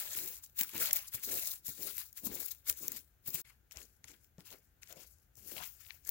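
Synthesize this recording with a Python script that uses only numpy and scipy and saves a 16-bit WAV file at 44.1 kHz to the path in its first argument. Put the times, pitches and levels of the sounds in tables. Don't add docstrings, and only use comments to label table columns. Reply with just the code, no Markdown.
import sys
import numpy as np
from scipy import signal
from scipy.fft import rfft, irfft, next_fast_len
from scipy.io import wavfile

SR = 44100
rng = np.random.default_rng(int(sys.argv[2]) if len(sys.argv) > 2 else 0)


def undo_db(level):
    steps = np.asarray(level, float) / 20
    return 10 ** steps


def store_wav(level_fs):
    pcm = np.round(np.clip(np.atleast_2d(level_fs), -1, 1) * 32767)
    wavfile.write(sys.argv[1], SR, pcm.T.astype(np.int16))


N = 269073

SOIL_START_S, SOIL_END_S = 3.43, 5.36


def rms_one(x):
    return x / np.sqrt(np.mean(np.atleast_2d(x).mean(axis=0) ** 2) + 1e-20)


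def in_time(rows):
    s, *columns = np.transpose(rows)
    return [np.interp(np.arange(N) / SR, s, c) for c in columns]


def at_hz(points, hz):
    known_hz, value = np.transpose(points)
    return np.interp(np.log(hz + 1), np.log(known_hz), value)


def colour(x, spectrum):
    size = next_fast_len(N)
    gain = undo_db(at_hz(spectrum, np.fft.rfftfreq(size, 1 / SR)))
    return irfft(rfft(x, size) * gain, size)[..., :N]


def drift(rate_hz):
    r = np.exp(-2 * np.pi * rate_hz / SR)
    noise = rng.standard_normal(N + SR)
    return rms_one(signal.lfilter([1], [1, -2 * r, r * r], noise)[SR:])


def resonate(x, hz, width_hz):
    r = np.exp(-np.pi * width_hz / SR)
    poles = [1, -2 * r * np.cos(2 * np.pi * hz / SR), r * r]
    return signal.lfilter([(1 - r * r) / 2, 0, (r * r - 1) / 2], poles, x + 1e-18)


def band(x, low_hz, high_hz):
    return signal.sosfilt(signal.butter(2, [low_hz, high_hz], "band", fs=SR, output="sos"), x)


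def ports(x, other, alike, lag):
    alike = np.clip(alike, 0, 1)
    return np.array([x, alike * np.roll(x, lag) + np.sqrt(1 - alike ** 2) * other])


def panned(pair, left_db):
    left = undo_db(left_db)
    return pair * np.array([left, np.ones_like(left)]) * np.sqrt(2 / (1 + left ** 2))


def grains(per_s, spread_db, clump_db, clump_hz):
    sizes = undo_db(spread_db * np.minimum(rng.exponential(1, N), 4)) * rng.choice([-1, 1], N)
    happens = rng.random(N) < per_s / SR
    return sizes * happens * undo_db(clump_db * drift(clump_hz))


def on_soil(s):
    return (s > SOIL_START_S) & (s < SOIL_END_S)


def stroke_shapes(rows, rise, fall):
    t = np.arange(0, N / SR + .002, .001)
    start, length = rows[:, :1], np.maximum(rows[:, 1:2], 1e-4)
    since = t - start
    cut_db = -200 * ((start < SOIL_START_S) & (t > SOIL_START_S))
    edge_db = rise * np.minimum(since, 0) - fall * np.maximum(since - length, 0)
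    return np.clip(since / length, 0, 1), edge_db + cut_db


def at_samples(grid):
    return np.interp(np.arange(N) / SR, np.arange(len(grid)) / 1000, grid)


def garden():
    # pitch_hz, gain_db
    hum_spectrum = [(15, -51.5), (25, -25.5), (37, -17), (59, -4), (149, -17), (181, -21.5), (611, -31.5),
                    (823, -32), (917, -35.5), (1100, -37), (1550, -28), (1850, -34), (5200, -43),
                    (6700, -38), (8400, -46), (15100, -32), (17000, -32)]
    # pitch_hz, left_over_right_db
    lean = [(60, 4.5), (240, 2), (950, 4), (3770, 3), (15000, 6)]
    # pitch_hz, likeness (0-1)
    likeness = [(60, 1), (240, 0.37), (950, 0.26), (3770, -0.0), (15000, 0)]
    size = next_fast_len(N)
    hz = np.fft.rfftfreq(size, 1 / SR)
    a, b = rfft(rng.standard_normal((2, size)))
    pair = panned(ports(a, b, at_hz(likeness, hz), lag=0), at_hz(lean, hz))
    hum = rms_one(colour(irfft(pair, size)[:, :N], hum_spectrum))
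    return undo_db(-70 + 0.39 * drift(9.1)) * hum


def strokes(column, changes):
    # start_s, length_s, rustle_db, crunch_db
    touches = np.array([(0.166, 0.072, -43.5, -58), (0.44, 0.0015, -46, -69), (0.588, .028, -38.5, -49.5),
                        (0.626, .008, -39, -52.5), (0.807, 0.047, -35, -50), (0.938, 0.049, -39, -54.5),
                        (1.08, 0.0052, -47.5, -64), (1.141, 0.011, -40, -54), (1.315, 0.082, -40, -58.5),
                        (1.474, .012, -42, -81), (1.665, 0.034, -40, -62.5), (1.823, 0.019, -41.5, -58),
                        (1.865, 0.042, -42, -57.5), (1.984, 0.033, -55, -58.5), (2.177, 0.0029, -40.5, -59),
                        (2.252, 0.018, -40.5, -61), (2.404, 0.035, -43.5, -80), (2.457, 0.0079, -47, -66),
                        (2.482, 0.0054, -46.5, -62), (2.516, 0.0041, -42.5, -64), (2.675, .014, -39, -53),
                        (2.695, .006, -34, -52), (2.964, 0.0089, -44, -76), (3.274, 0.013, -42, -62),
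                        (3.344, 0.0056, -36, -54), (3.716, 0.0079, -53.5, -61), (3.756, 0.011, -60, -63),
                        (4.043, 0.0033, -59.5, -66), (4.392, 0.017, -62, -66.5),
                        (4.518, 0.018, -60.5, -61.5), (4.823, 0.0094, -60, -66), (4.92, 0.0044, -54.5, -62),
                        (5.37, .025, -59.5, -80), (5.563, 0.035, -67, -55), (5.626, 0.0082, -54, -49),
                        (5.518, 0.011, -50, -76), (5.905, 0.002, -70, -57)])
    # start_s, length_s, rustle_db, crunch_db,
    # change_db (over the length, before the factor changes)
    scrapes = np.array([(0.0, 0.082, -37.5, -51, -9.5), (0.11, 0.25, -43, -59, -3.5),
                        (0.673, 0.1, -52, -61.5, -4), (0.746, 0.14, -44, -55.5, 6),
                        (1.01, 0.081, -51.5, -61.5, -8.5), (1.17, 0.038, -58, -66.5, 2),
                        (1.234, 0.3, -42.5, -61, 0.6), (1.71, 0.1, -55.5, -73, 7.5),
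                        (1.836, 0.15, -45.5, -64, -3), (1.989, 0.11, -41, -61, -21),
                        (2.309, 0.12, -46.5, -60, -2), (2.774, 0.098, -49, -68.5, 6),
                        (2.923, 0.053, -47, -59, -3.5), (3.285, 0.11, -55.5, -71, 11.5),
                        (3.451, 0.047, -66, -69.5, 4), (3.513, 0.052, -76, -86, -11.5),
                        (3.769, 0.059, -54, -61.5, -3), (3.882, 0.083, -69.5, -88, -4),
                        (4.078, 0.065, -57, -65.5, -3.5), (4.19, 0.058, -73.5, -102, 6.5),
                        (4.456, 0.08, -56, -63.5, -1), (4.58, 0.13, -69.5, -100, -12),
                        (4.856, 0.057, -66, -76.5, 12), (4.962, 0.066, -57, -68.5, 2.5),
                        (5.062, 0.2, -61, -90, -19.5), (5.385, 0.1, -60, -80, 9.5),
                        (5.503, 0.16, -50.5, -63.5, 1.5), (5.675, 0.15, -58.5, -90, -8),
                        (5.81, 0.16, -54.5, -68, -7.5), (6.054, 0.034, -55, -76, 10)])
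    touch_rise = np.where(on_soil(touches[:, :1]), 2500, 899)
    scrape_rise = np.where(on_soil(scrapes[:, :1]), 1250, 504.5)
    _, burst_db = stroke_shapes(touches, touch_rise, fall=704)
    _, settle_db = stroke_shapes(touches, touch_rise, fall=163)
    progress, hold_db = stroke_shapes(scrapes, scrape_rise, fall=344)
    brief = undo_db(touches[:, [column]]) ** 2 * (undo_db(burst_db) ** 2 + undo_db(-13 + settle_db) ** 2)
    held = undo_db(scrapes[:, [column]] + changes * scrapes[:, 4:] * progress + hold_db) ** 2
    return at_samples(np.sqrt(brief.sum(axis=0) + held.sum(axis=0)))


def crackle(spectrum, per_s, spread_db, clump_db, clump_hz, patchy_db, cycles, alike, count):
    cracks, out = grains(per_s, spread_db, clump_db, clump_hz), 0
    dealt = rng.integers(0, count, N)
    for k, hz in enumerate(np.geomspace(spectrum[1][0], spectrum[-2][0], count)):
        mine = cracks * (dealt == k) * undo_db(patchy_db * drift(13))
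        smeared = signal.lfilter([1], [1, -.95], np.abs(mine)) * rng.standard_normal(N)
        scattered = rms_one(smeared) * np.std(mine)
        out = out + resonate(ports(mine, scattered, alike, lag=3 + k % 4), hz, hz / cycles)
    return rms_one(colour(out, spectrum))


def leaf_rustle(left_db):
    # pitch_hz, gain_db
    leaf_spectrum = [(2120, -46.5), (3600, -11.5), (4840, -12), (7420, -6.5), (8210, -12), (8800, -13),
                     (11000, -5.5), (13600, -3), (15700, 3), (17000, 3)]
    leaves = strokes(column=2, changes=1) * crackle(
        leaf_spectrum, 21000, 3.2, 1.7, 50, 3.2, cycles=6.0, alike=.5, count=16)
    t = np.arange(N) / SR
    leaves = leaves + (undo_db(-4.5 * on_soil(t)) - 1) * band(leaves, 10000, 19000)
    leaves = leaves + (undo_db(-9 * (t > SOIL_START_S)) - 1) * band(leaves, 2800, 4800)
    juddering = leaves * undo_db(1.2 * drift(30))
    top = band(juddering, 11000, 19000)
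    return panned(top, 1.6 * left_db) + panned(juddering - top, left_db)


def grit_crunch(left_db):
    # pitch_hz, gain_db
    grit_spectrum = [(530, -28), (900, -7.5), (1150, -8.5), (1330, -4), (2300, -1.5), (3000, -3),
                     (3950, -6), (5000, -6), (6500, -20.5), (11000, -120)]
    crunch = strokes(column=3, changes=1.17) * crackle(
        grit_spectrum, 7000, 3.2, 1.8, 45, 3.8, cycles=6.0, alike=.45, count=10)
    return panned(crunch, 1.08 * left_db)


def body_rings(left_db, octaves=.22):
    # start_s, length_s, level_db, first_pitch_hz, last_pitch_hz
    drags_and_knocks = np.array([(0.0, 0.12, -65.5, 595, 587), (0.156, 0.15, -63, 300, 443),
                                 (0.615, 0.019, -62.5, 250, 260), (0.743, 0.081, -56.5, 305, 397),
                                 (0.812, 0.068, -58, 564, 670), (0.903, 0.092, -63, 650, 680),
                                 (1.147, 0.0076, -61.5, 280, 298), (1.275, 0.087, -55, 357, 437),
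                                 (1.424, 0.086, -64, 666, 740), (1.689, 0.012, -61.5, 218, 234),
                                 (1.793, 0.095, -58, 345, 410), (2.24, 0.11, -54, 278, 317),
                                 (2.34, 0.086, -62.5, 367, 438), (2.692, 0.01, -60, 426, 370),
                                 (2.813, 0.14, -62, 300, 283), (3.271, 0.13, -64.5, 211, 340),
                                 (3.743, 0.085, -67.5, 613, 323), (4.099, 0.02, -67.5, 295, 313),
                                 (4.404, 0.0082, -65, 254, 247), (4.522, 0.0092, -61, 500, 447),
                                 (4.91, 0.1, -64.5, 520, 440), (5.407, 0.11, -68.5, 229, 340),
                                 (5.519, 0.083, -59.5, 376, 490), (5.576, 0.03, -56.5, 794, 910),
                                 (5.608, 0.0075, -69, 950, 950), (6.081, 0.033, -69, 350, 404)])
    # pitch_hz, width_hz, level_db
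    modes = [(213.4, 38, 9.5), (260, 168, 12), (356.5, 188, 5), (480, 170, -7), (607, 130, -4),
             (740, 120, -8.5), (935, 310, 1)]
    progress, edge_db = stroke_shapes(drags_and_knocks, rise=899.5, fall=316.5)
    level_db, first_hz, last_hz = np.split(drags_and_knocks[:, 2:], 3, axis=1)
    power = undo_db(level_db + edge_db) ** 2 + 1e-30
    glide_hz = first_hz + (last_hz - first_hz) * progress
    favoured_hz = at_samples((power * glide_hz).sum(axis=0) / power.sum(axis=0))
    slips = ports(grains(2500, 2.0, 1.8, 30), grains(2500, 2.0, 1.8, 33), 0.8, lag=13)
    rings, share_power = 0, 0
    for hz, width_hz, db in modes:
        share = undo_db(db) * np.exp(-(np.log2(hz / favoured_hz) / octaves) ** 2 / 2)
        ring = resonate(resonate(slips, hz, width_hz), hz, 2 * width_hz)
        rings = rings + share * rms_one(ring)
        share_power = share_power + share ** 2
    ringing = at_samples(np.sqrt(power.sum(axis=0))) * rings / np.sqrt(share_power)
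    shake = band(np.abs(ringing) * rng.standard_normal(N), 34, 220)
    return panned(ringing + undo_db(13.0) * shake, 0.45 * left_db)


def snaps(left_db):
    # start_s, then peaks low_db (1.7-4.3 kHz), mid_db (5-8.5 kHz),
    # high_db (11-18 kHz), length_ms (1.6 decay times)
    cracks = [(0.1498, -41, -44, -28, 1.1), (0.1672, -45, -48, -29, 1.0), (0.1874, -37, -45, -29, 1.0),
              (0.2594, -49, -44, -31, 1.2), (0.3672, -55, -45, -44, 1.2), (0.4401, -64, -52, -43, 0.7),
              (0.4609, -63, -52, -49, 2.7), (0.4967, -71, -62, -54, 1.5), (0.5922, -41, -42, -26, 1.2),
              (0.6094, -30, -30, -18, 2.2), (0.6323, -44, -38, -25, 2.4), (0.6928, -47, -48, -35, 1.1),
              (0.7489, -49, -46, -38, 1.5), (0.7792, -41, -35, -27, 0.9), (0.8144, -42, -38, -28, 1.0),
              (0.8584, -36, -34, -22, 1.3), (0.9090, -32, -31, -30, 2.4), (0.9296, -46, -28, -14, 3.2),
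              (1.1453, -48, -42, -30, 1.1), (1.2356, -45, -47, -36, 2.2), (1.3392, -49, -43, -30, 1.7),
              (1.3743, -46, -38, -26, .8), (1.3788, -49, -41, -27, .8), (1.4565, -50, -47, -27, 1.0),
              (1.6805, -50, -39, -27, 1.5), (1.8704, -53, -45, -28, 1.4), (1.9682, -55, -47, -31, 1.6),
              (1.9801, -43, -44, -25, 1.5), (2.1275, -66, -51, -43, 2.6), (2.1747, -60, -43, -34, 1.4),
              (2.2707, -47, -38, -27, 0.6), (2.4610, -55, -49, -26, 0.7), (2.4876, -56, -51, -35, 1.1),
              (2.5146, -57, -45, -31, 1.1), (2.5479, -68, -61, -46, 2.0), (2.6832, -49, -36, -27, 1.2),
              (2.6888, -45, -40, -27, .8), (2.6948, -45, -36, -22, .6), (2.6971, -30, -23, -15, 1.8),
              (2.7262, -49, -40, -32, 1.1), (2.7734, -64, -60, -35, 1.6), (2.8811, -46, -29, -19, 0.6),
              (2.9189, -50, -35, -24, 0.6), (2.9217, -53, -45, -33, 0.6), (2.9628, -47, -45, -35, 1.9),
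              (3.2606, -64, -52, -43, 3.3), (3.275, -65, -45, -26, 0.6), (3.3044, -58, -45, -32, 0.7),
              (3.3444, -43, -44, -24, 0.6), (3.359, -49, -52, -31, 0.7), (3.7107, -48, -46, -61, 0.7),
              (3.7208, -50, -41, -55, 0.7), (3.7591, -58, -48, -57, 1.5), (3.7708, -45, -35, -47, 0.9),
              (3.8163, -48, -51, -44, 0.8), (4.0424, -45, -42, -52, 0.7), (4.0744, -59, -54, -55, .7),
              (4.0827, -51, -47, -56, 0.7), (4.1168, -57, -49, -51, 1.0), (4.2452, -64, -56, -65, 0.6),
              (4.3819, -58, -54, -66, 0.7), (4.4057, -51, -54, -55, 0.9), (4.5046, -48, -50, -53, 0.7),
              (4.5274, -50, -49, -51, 1.3), (4.8321, -44, -42, -55, 0.8), (4.8736, -54, -52, -62, 1.0),
              (4.8964, -60, -51, -44, 0.6), (4.9257, -52, -40, -38, 0.9), (5.1848, -80, -64, -54, 0.9),
              (5.354, -71, -54, -52, 1.6), (5.4816, -60, -56, -37, .6), (5.5284, -57, -48, -37, 1.0),
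              (5.5661, -41, -53, -42, 1.5), (5.5793, -37, -49, -42, 1.7), (5.6358, -39, -42, -35, 1.1),
              (5.6414, -42, -43, -37, 1.3), (5.8489, -55, -60, -57, 1.2), (5.8646, -49, -64, -59, 0.9),
              (5.8868, -53, -67, -49, 0.9), (5.906, -34, -58, -54, 0.7), (6.0495, -67, -50, -47, 2.0),
              (6.0701, -62, -52, -33, 0.7), (6.0749, -57, -35, -32, 0.6), (6.0919, -47, -36, -12, 0.7)]
    bands_hz = [(1700, 4300), (5000, 8500), (11000, 18000)]
    out, t = np.zeros((2, N + 1000)), np.arange(1000) / SR
    noise = rng.standard_normal((len(cracks), 2, 1000))
    for (s, *peaks_db, length_ms), (x, other) in zip(cracks, noise):
        i = round(s * SR)
        age = 1.6 * t * 1000 / length_ms
        lean = undo_db(left_db[i] * np.array([[.5], [-.5]]))
        burst = ports(x, other, 0.2, lag=5) * np.sqrt(age) * np.exp(-age) * lean
        for db, edges in zip(peaks_db, bands_hz):
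            part = band(band(burst, *edges), *edges)
            out[:, i:i + 1000] += undo_db(db) * part / np.abs(part.mean(axis=0)).max()
    return out[:, :N]


def thuds(cycles=3.85, delay_s=.006, knock_db=-10):
    # start_s (sounds delay_s later), level_db (before panning), pitch_hz
    landings = [(0.604, -40, 208), (0.747, -39.5, 261), (1.139, -44.5, 112), (1.304, -46, 343),
                (1.679, -45, 114), (1.791, -61, 85), (2.237, -61, 352), (2.261, -33.5, 234),
                (2.692, -49, 65), (3.272, -45, 137), (3.338, -41, 143), (3.759, -47.5, 64),
                (4.044, -58, 121), (4.377, -40.5, 169), (5.369, -55, 101), (5.857, -58, 72),
                (5.936, -59.5, 71.4)]
    out, t = np.zeros(N + 4000), np.arange(4000) / SR
    knocks = band(rng.standard_normal((len(landings), 4000)) * np.exp(-t / 0.0091), 180, 890)
    for (s, db, hz), knock in zip(landings, knocks):
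        i = round((s + delay_s) * SR)
        push = np.sin(2 * np.pi * hz * t) * np.exp(-3 * t * hz / cycles) * (1 - np.exp(-t / 0.0017))
        out[i:i + 4000] += undo_db(db) * (push + undo_db(knock_db) * knock / np.abs(knock).max())
    return out[:N] * undo_db(np.array([[2.5], [-2.5]]))


def scene():
    # time_s, left_over_right_db (each source scales it)
    place = [(0.0, 5), (1.6, 5.5), (1.92, 15), (2.05, 7), (2.55, 15.5), (2.63, 6), (3.06, 11), (3.29, 7),
             (3.91, 12), (4.69, 8.5), (5.16, 17), (5.4, 23), (5.71, 18), (5.9, 40), (6.03, 19), (6.1, 16)]
    left_db, = in_time(place)
    toy = leaf_rustle(left_db) + grit_crunch(left_db) + body_rings(left_db)
    return garden() + toy + snaps(left_db) + thuds()


def band_limit(x):
    return signal.sosfilt(signal.butter(12, 17020, fs=SR, output="sos"), x)


def record(dry):
    # time_s, gain_db
    dip = [(3.415, 0), (3.419, -22), (3.43, -34), (3.436, -50), (3.441, -30), (3.449, 0)]
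    gap_db, = in_time(dip)
    low_pass = signal.ellip(10, .5, 38, 15850, fs=SR, output="sos")
    mix = signal.sosfilt(low_pass, dry * undo_db(gap_db))
    return band_limit(mix)


dry = scene()
out = record(dry)
store_wav(out)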